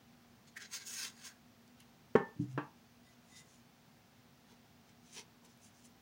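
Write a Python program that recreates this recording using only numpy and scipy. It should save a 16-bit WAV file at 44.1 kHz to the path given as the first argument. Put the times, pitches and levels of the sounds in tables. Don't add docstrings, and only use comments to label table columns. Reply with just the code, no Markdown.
import sys
import numpy as np
from scipy import signal
from scipy.fft import rfft, irfft, next_fast_len
from scipy.io import wavfile
from scipy.ndimage import uniform_filter1d, map_coordinates

SR = 44100
rng = np.random.default_rng(int(sys.argv[2]) if len(sys.argv) > 2 else 0)


def log_audio(samples):
    frames = np.atleast_2d(samples).T
    limited = np.clip(frames, -1, 1)
    pcm = np.round(limited * 32767).astype(np.int16)
    wavfile.write(sys.argv[1], SR, pcm)


N = 265041


def amp(db):
    return 10 ** (np.asarray(db) / 20)


def unit(x):
    return x / np.sqrt(np.mean(x ** 2) + 1e-20)


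def clock():
    return np.arange(N) / SR


def along(points, hz):
    point_hz, values = np.transpose(points)
    return np.interp(np.log(hz + 1), np.log(point_hz + 1), values)


def swell(centre_s, sigma_s):
    return np.exp(-.5 * ((clock() - centre_s) / sigma_s) ** 2)


def stroke(start_s, length_s, rise_db_per_s, fall_db_per_s):
    t = clock() - start_s
    before_s = np.maximum(-t, 0)
    after_s = np.maximum(t - length_s, 0)
    return amp(-rise_db_per_s * before_s - fall_db_per_s * after_s)


def wobble(knots_per_s):
    knots = rng.standard_normal(int(N * knots_per_s / SR) + 4)
    return unit(map_coordinates(knots, [clock() * knots_per_s]))


def sine(hz):
    return np.sqrt(2) * np.sin(2 * np.pi * np.cumsum(hz) / SR)


def filtered(x, response):
    size = next_fast_len(N + SR // 4)
    spectrum = rfft(x, size) * response(np.fft.rfftfreq(size, 1 / SR))
    return irfft(spectrum, size)[:N]


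def noise(colour):
    return unit(filtered(rng.standard_normal(N), lambda hz: amp(along(colour, hz))))


def resonance(hz, centre_hz, width_hz):
    return 1j * hz * width_hz / (centre_hz ** 2 - hz ** 2 + 1j * hz * width_hz)


def resonances(hz, modes):
    return sum(amp(db) * resonance(hz, centre_hz, width_hz) for centre_hz, width_hz, db in modes)


def grains(slips_per_s, smooth):
    slips = (rng.random(N) < slips_per_s / SR) * rng.standard_normal(N)
    return unit(unit(slips) + smooth * rng.standard_normal(N))


def patchy(x, depth_db):
    z = signal.stft(x, nperseg=1024)[2]
    field = uniform_filter1d(rng.standard_normal(z.shape), size=4, axis=0)
    field = uniform_filter1d(field, size=6, axis=1)
    return unit(signal.istft(z * amp(depth_db * unit(field)), nperseg=1024)[1][:N])


def dense_modes(x, t60_s):
    t = clock()[:SR // 4]
    ring = rng.standard_normal(len(t)) * amp(-60 * t / t60_s)
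    return unit(signal.fftconvolve(x, ring)[:N])


def strike(blows, modes, clatter_t60_s, attack_s):
    # f/Hz, relative level/dB
    clatter_colour = [(100, -22), (300, -3), (600, 0.5), (950, 5), (1300, -4), (1700, -3.5), (2100, -11),
                      (2600, -11.5), (3300, -19.5), (4200, -25.5), (6000, -28), (11000, -40.5),
                      (16000, -52.5)]
    out, t = np.zeros(N), clock()[:SR]
    for start_s, db, contact_ms, clatter_db, low_hz in blows:
        contact_s = contact_ms / 1000
        ring = np.zeros(SR)
        for hz, mode_db, t60_s in modes:
            level_db = mode_db + rng.normal(0, 1)
            ring += amp(level_db - 60 * t / t60_s) * np.sin(2 * np.pi * hz * t)
        clatter = amp(clatter_db - 60 * t / clatter_t60_s) * noise(clatter_colour)[:SR]
        rise = 1 - np.exp(-t / (attack_s + 1.9 * contact_s))
        force = np.sin(np.pi * np.minimum((t + 1 / SR) / contact_s, 1)) ** 2
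        blow = signal.fftconvolve((clatter - ring) * rise, force / force.sum())[:SR]
        highpass = signal.butter(2, low_hz, "high", fs=SR, output="sos")
        out[round(start_s * SR):][:SR] += amp(db) * signal.sosfilt(highpass, blow)
    return out


def background():
    # f/Hz, relative density/dB
    air_colour = [(15, -74.5), (25, -29), (68, -11), (130, -4), (205, -6), (241, -1.5), (268, -11.5),
                  (436, -14.5), (636, -17.5), (690, -12.5), (748, -16), (1920, -21), (5970, -25.5),
                  (8030, -33), (15800, -36)]
    # f/Hz, relative density/dB
    hiss_colour = [(5000, -33), (13000, -22), (14300, -2.5), (15300, 5.5), (16000, 5.5)]
    # f/Hz, mean level/dB, rms frequency waver/Hz
    hum_tones = [(239.2, -72.5, 4.08), (716, -86, 8.7), (786, -85, 6.96)]
    hum = np.zeros(N)
    for hz, db, waver_hz in hum_tones:
        hum += amp(db + 2.4 * wobble(5.1)) * sine(hz + waver_hz * wobble(30))
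    return amp(-65) * noise(air_colour) + hum + amp(-74) * noise(hiss_colour)


def kitchen(x, build_up_s):
    # f/Hz, t60/s
    room_decay = [(120, 0.25), (400, 0.28), (1000, 0.27), (2000, 0.24), (5000, 0.15), (14000, 0.13)]
    hz, t, z = signal.stft(rng.standard_normal(SR // 2), SR, nperseg=256)
    decay = amp(-60 * t / along(room_decay, hz)[:, None])
    build_up = 1 - np.exp(-t / build_up_s)
    tail = signal.istft(z * decay * build_up, SR, nperseg=256)[1]
    return signal.fftconvolve(x, tail / np.linalg.norm(tail))[:N]


def bowl():
    # t/s, level/dB, sigma/s
    grazes = [(3.082, -70, 0.025), (3.374, -61.5, 0.039)]
    # f/Hz, width/Hz, relative level/dB
    bowl_modes = [(2005, 29, 3.5), (3670, 40, -3), (4920, 54, -6), (6960, 22, -1.5), (8420, 31, -13),
                  (9170, 140, -14)]
    ring = unit(filtered(rng.standard_normal(N), lambda hz: resonances(hz, bowl_modes)))
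    return ring * sum(amp(db) * swell(centre_s, sigma_s) for centre_s, db, sigma_s in grazes)


def crumbs():
    # t/s, level/dB, f/Hz
    ticks = [(1.679, -62, 5000), (1.802, -61, 9000), (1.8049, -52.5, 8800), (5.452, -61, 8500),
             (5.575, -66, 8000)]
    out = np.zeros(N)
    for centre_s, db, pitch_hz in ticks:
        tick = filtered(rng.standard_normal(N), lambda hz: resonance(hz, pitch_hz, 5000) ** 2)
        out += amp(db) * swell(centre_s, 0.00082) * unit(tick)
    return out


def flour_brushes():
    # t/s, level/dB, sigma/s, hiss f/Hz
    brushes = [(1.81, -64, 0.013, 3500), (2.425, -69.5, .02, 6470), (2.518, -69.5, 0.022, 6540),
               (3.124, -75, .028, 6000), (3.34, -69.5, 0.059, 7000), (3.384, -59.5, 0.019, 6550),
               (3.527, -69, 0.048, 7300), (4.514, -68.5, 0.025, 4170), (4.896, -68.5, .012, 4540),
               (5.095, -67.5, .038, 6100), (5.141, -58, .015, 7300), (5.185, -49.5, .019, 4850),
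               (5.454, -66.5, .011, 6100), (5.51, -72, .025, 6500), (5.65, -62.5, 0.024, 8200),
               (5.8, -71, 0.052, 7260), (5.857, -62.5, 0.01, 8050)]
    # f/Hz, relative density/dB
    flour_colour = [(200, -22), (700, -18), (1600, -2), (2800, 1), (4500, -7.5), (6300, -3.5),
                    (8000, -11.5), (10000, -8), (12500, -27.5), (16000, -9)]
    friction = grains(slips_per_s=2500, smooth=0.76)
    powder = patchy(filtered(friction, lambda hz: amp(along(flour_colour, hz))), depth_db=2.5)
    out = np.zeros(N)
    for centre_s, db, sigma_s, hiss_hz in brushes:
        hiss = unit(filtered(powder, lambda hz: resonance(hz, hiss_hz, 4100)))
        out += amp(db) * swell(centre_s, sigma_s) * hiss
    return out


def dough_pats():
    # t/s, level/dB, sigma/s
    pats = [(1.054, -65.5, 0.014), (4.522, -66.5, .013), (5.187, -57.5, 0.019), (5.454, -69, .016)]
    # f/Hz, relative density/dB
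    dough_colour = [(60, -17), (150, -10), (280, -6), (350, -3), (450, 9), (620, -21), (920, 8),
                    (1300, -20), (3000, -38)]
    return noise(dough_colour) * sum(amp(db) * swell(centre_s, sigma_s) for centre_s, db, sigma_s in pats)


def wood_knocks():
    # t/s, gain/dB, contact/ms, clatter level/dB, high-pass f/Hz
    wood_blows = [(2.358, -40, 4, -25, 90), (2.392, -15, 4.4, -21, 91), (2.434, -35, 3.16, -25, 96),
                  (2.5768, -27.5, 0.15, -8, 235)]
    # f/Hz, mean relative level/dB, t60/s
    wood_modes = [(126, -16, .25), (160, -1, .075), (187, -10, .18), (296, -2, .18), (347, 0, .06),
                  (431, -7, .1), (473, -7, .09), (671, -14, .11), (740, -10, .04), (868, -20, .2),
                  (934, -12, .12), (1012, -16, .07), (1149, -18, .13), (1361, -6, .035), (1560, -10, .05),
                  (1660, -17, .11), (1841, -25, .16), (2525, -20, .06), (2690, -24, .13), (3150, -25, .06)]
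    return strike(wood_blows, wood_modes, clatter_t60_s=0.1, attack_s=0.00043)


def wood_shudder():
    # start t/s, length/s, level/dB
    shudders = [(2.495, .012, -50), (2.547, 0.024, -45)]
    shudder_hz = 136 + 7 * wobble(34.95)
    effort = np.zeros(N)
    for start_s, length_s, db in shudders:
        effort += amp(db) * stroke(start_s, length_s, rise_db_per_s=800, fall_db_per_s=260)
    return effort * sine(shudder_hz)


def tray_landing():
    # t/s, gain/dB, contact/ms, clatter level/dB, high-pass f/Hz
    tray_blows = [(2.1528, -12, 0.23, -11, 144), (2.1575, -34, .05, 7.5, 700),
                  (2.1715, -32.5, 0.28, -6, 450)]
    # f/Hz, mean relative level/dB, t60/s
    tray_modes = [(145, -24, .22), (184, -22, .25), (243, -4.5, .065), (295, -14, .06), (380, -6, .05),
                  (395, -19, .18), (431, 2, .055), (473, -24, .2), (546, -20, .08), (672, -13, .025),
                  (726, -25, .06), (788, -28, .24), (879, -27, .3), (941, -14, .1), (1098, -17, .07),
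                  (1200, -23, .06), (1360, -20, .08), (1541, -22, .09), (1658, -24, .07), (1779, -20, .29),
                  (2159, -27, .07)]
    return strike(tray_blows, tray_modes, clatter_t60_s=.045, attack_s=.0008)


def tray_slide():
    # start t/s, length/s, starting level/dB before flutter, starting tilt/dB (+ hisses, - grinds),
    # release/(dB/s)
    pulls = [(.481, 0.0067, -63, -1, 700), (.622, .03, -56, -9, 700), (.736, 0.032, -40, 0, 900),
             (.802, 0.019, -53.5, -4, 450), (.872, 0.18, -45, 3.5, 360), (1.17, 0.072, -62.5, -1.5, 200),
             (1.256, 0.016, -48, 1, 560)]
    # t/s, squeak level/dB, sigma/s, f/Hz
    catches = [(.574, -45.5, 0.0069, 1860), (0.614, -54, 0.011, 1730), (1.27, -65, 0.053, 1644)]
    # f/Hz, relative density/dB
    scrape_colour = [(120, -35), (300, -13.5), (650, -25), (1100, -7.5), (2000, -6.5), (3200, -7),
                     (5200, -4.5), (6600, -4.5), (7700, -7), (9600, -11), (11500, -16), (13000, -23.5),
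                     (15200, -11.5), (16000, -9)]
    # f/Hz, width/Hz, relative level/dB
    sheet_modes = [(1594, 60, -1), (2023, 35, 0), (2630, 35, -2), (3395, 25, 1), (4414, 25, 1),
                   (4816, 30, -1), (5414, 25, 1), (6361, 30, 4), (6520, 120, 0), (6660, 50, 4),
                   (8450, 130, -5)]
    grip_db_per_s = 720
    lean_db_per_s, darken_db_per_s = 26, 21

    friction = grains(slips_per_s=2000, smooth=1.0)
    rub = filtered(friction, lambda hz: amp(along(scrape_colour, hz)))
    ring = unit(filtered(rub, lambda hz: resonances(hz, sheet_modes)))
    streaks = dense_modes(rub, t60_s=0.073)
    drag = patchy(unit(rub) + amp(-3.5) * streaks + amp(-4.0) * ring, depth_db=3)
    fizz = filtered(drag, lambda hz: hz ** 4 / (hz ** 4 + 6000 ** 4))
    grind = drag - fizz

    out = np.zeros(N)
    for start_s, length_s, db, start_tilt_db, release_db_per_s in pulls:
        held_s = np.clip(clock() - start_s, 0, length_s)
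        tilt_db = start_tilt_db - darken_db_per_s * held_s
        grip = stroke(start_s, length_s, grip_db_per_s, release_db_per_s)
        effort = amp(db + lean_db_per_s * held_s) * grip
        out += effort * (fizz * amp(tilt_db) + grind * amp(-tilt_db))
    out *= amp(1.1 * wobble(120) - 1.5)

    for centre_s, db, sigma_s, pitch_hz in catches:
        squeak = unit(filtered(rng.standard_normal(N), lambda hz: resonance(hz, pitch_hz, 480) ** 2))
        out += amp(db) * swell(centre_s, sigma_s) * (squeak + amp(-5.5) * unit(rub))
    return out


def scene():
    # f/Hz, gain/dB
    far_echo = [(130, -14), (250, -16), (450, -19), (750, -7.5), (1000, -8.5), (1700, -10.5), (3000, -7.5)]
    near = tray_slide() + flour_brushes() + dough_pats() + crumbs() + bowl()
    far = tray_landing() + wood_knocks() + wood_shudder()
    near_room = amp(-12) * kitchen(near, build_up_s=0.0029)
    far_room = filtered(kitchen(far, build_up_s=0.0085), lambda hz: amp(along(far_echo, hz)))
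    return (near + near_room + far + far_room + background())[None]


def record(dry):
    return filtered(dry[0], lambda hz: hz < 15850)[None]


dry = scene()
out = record(dry)
log_audio(out)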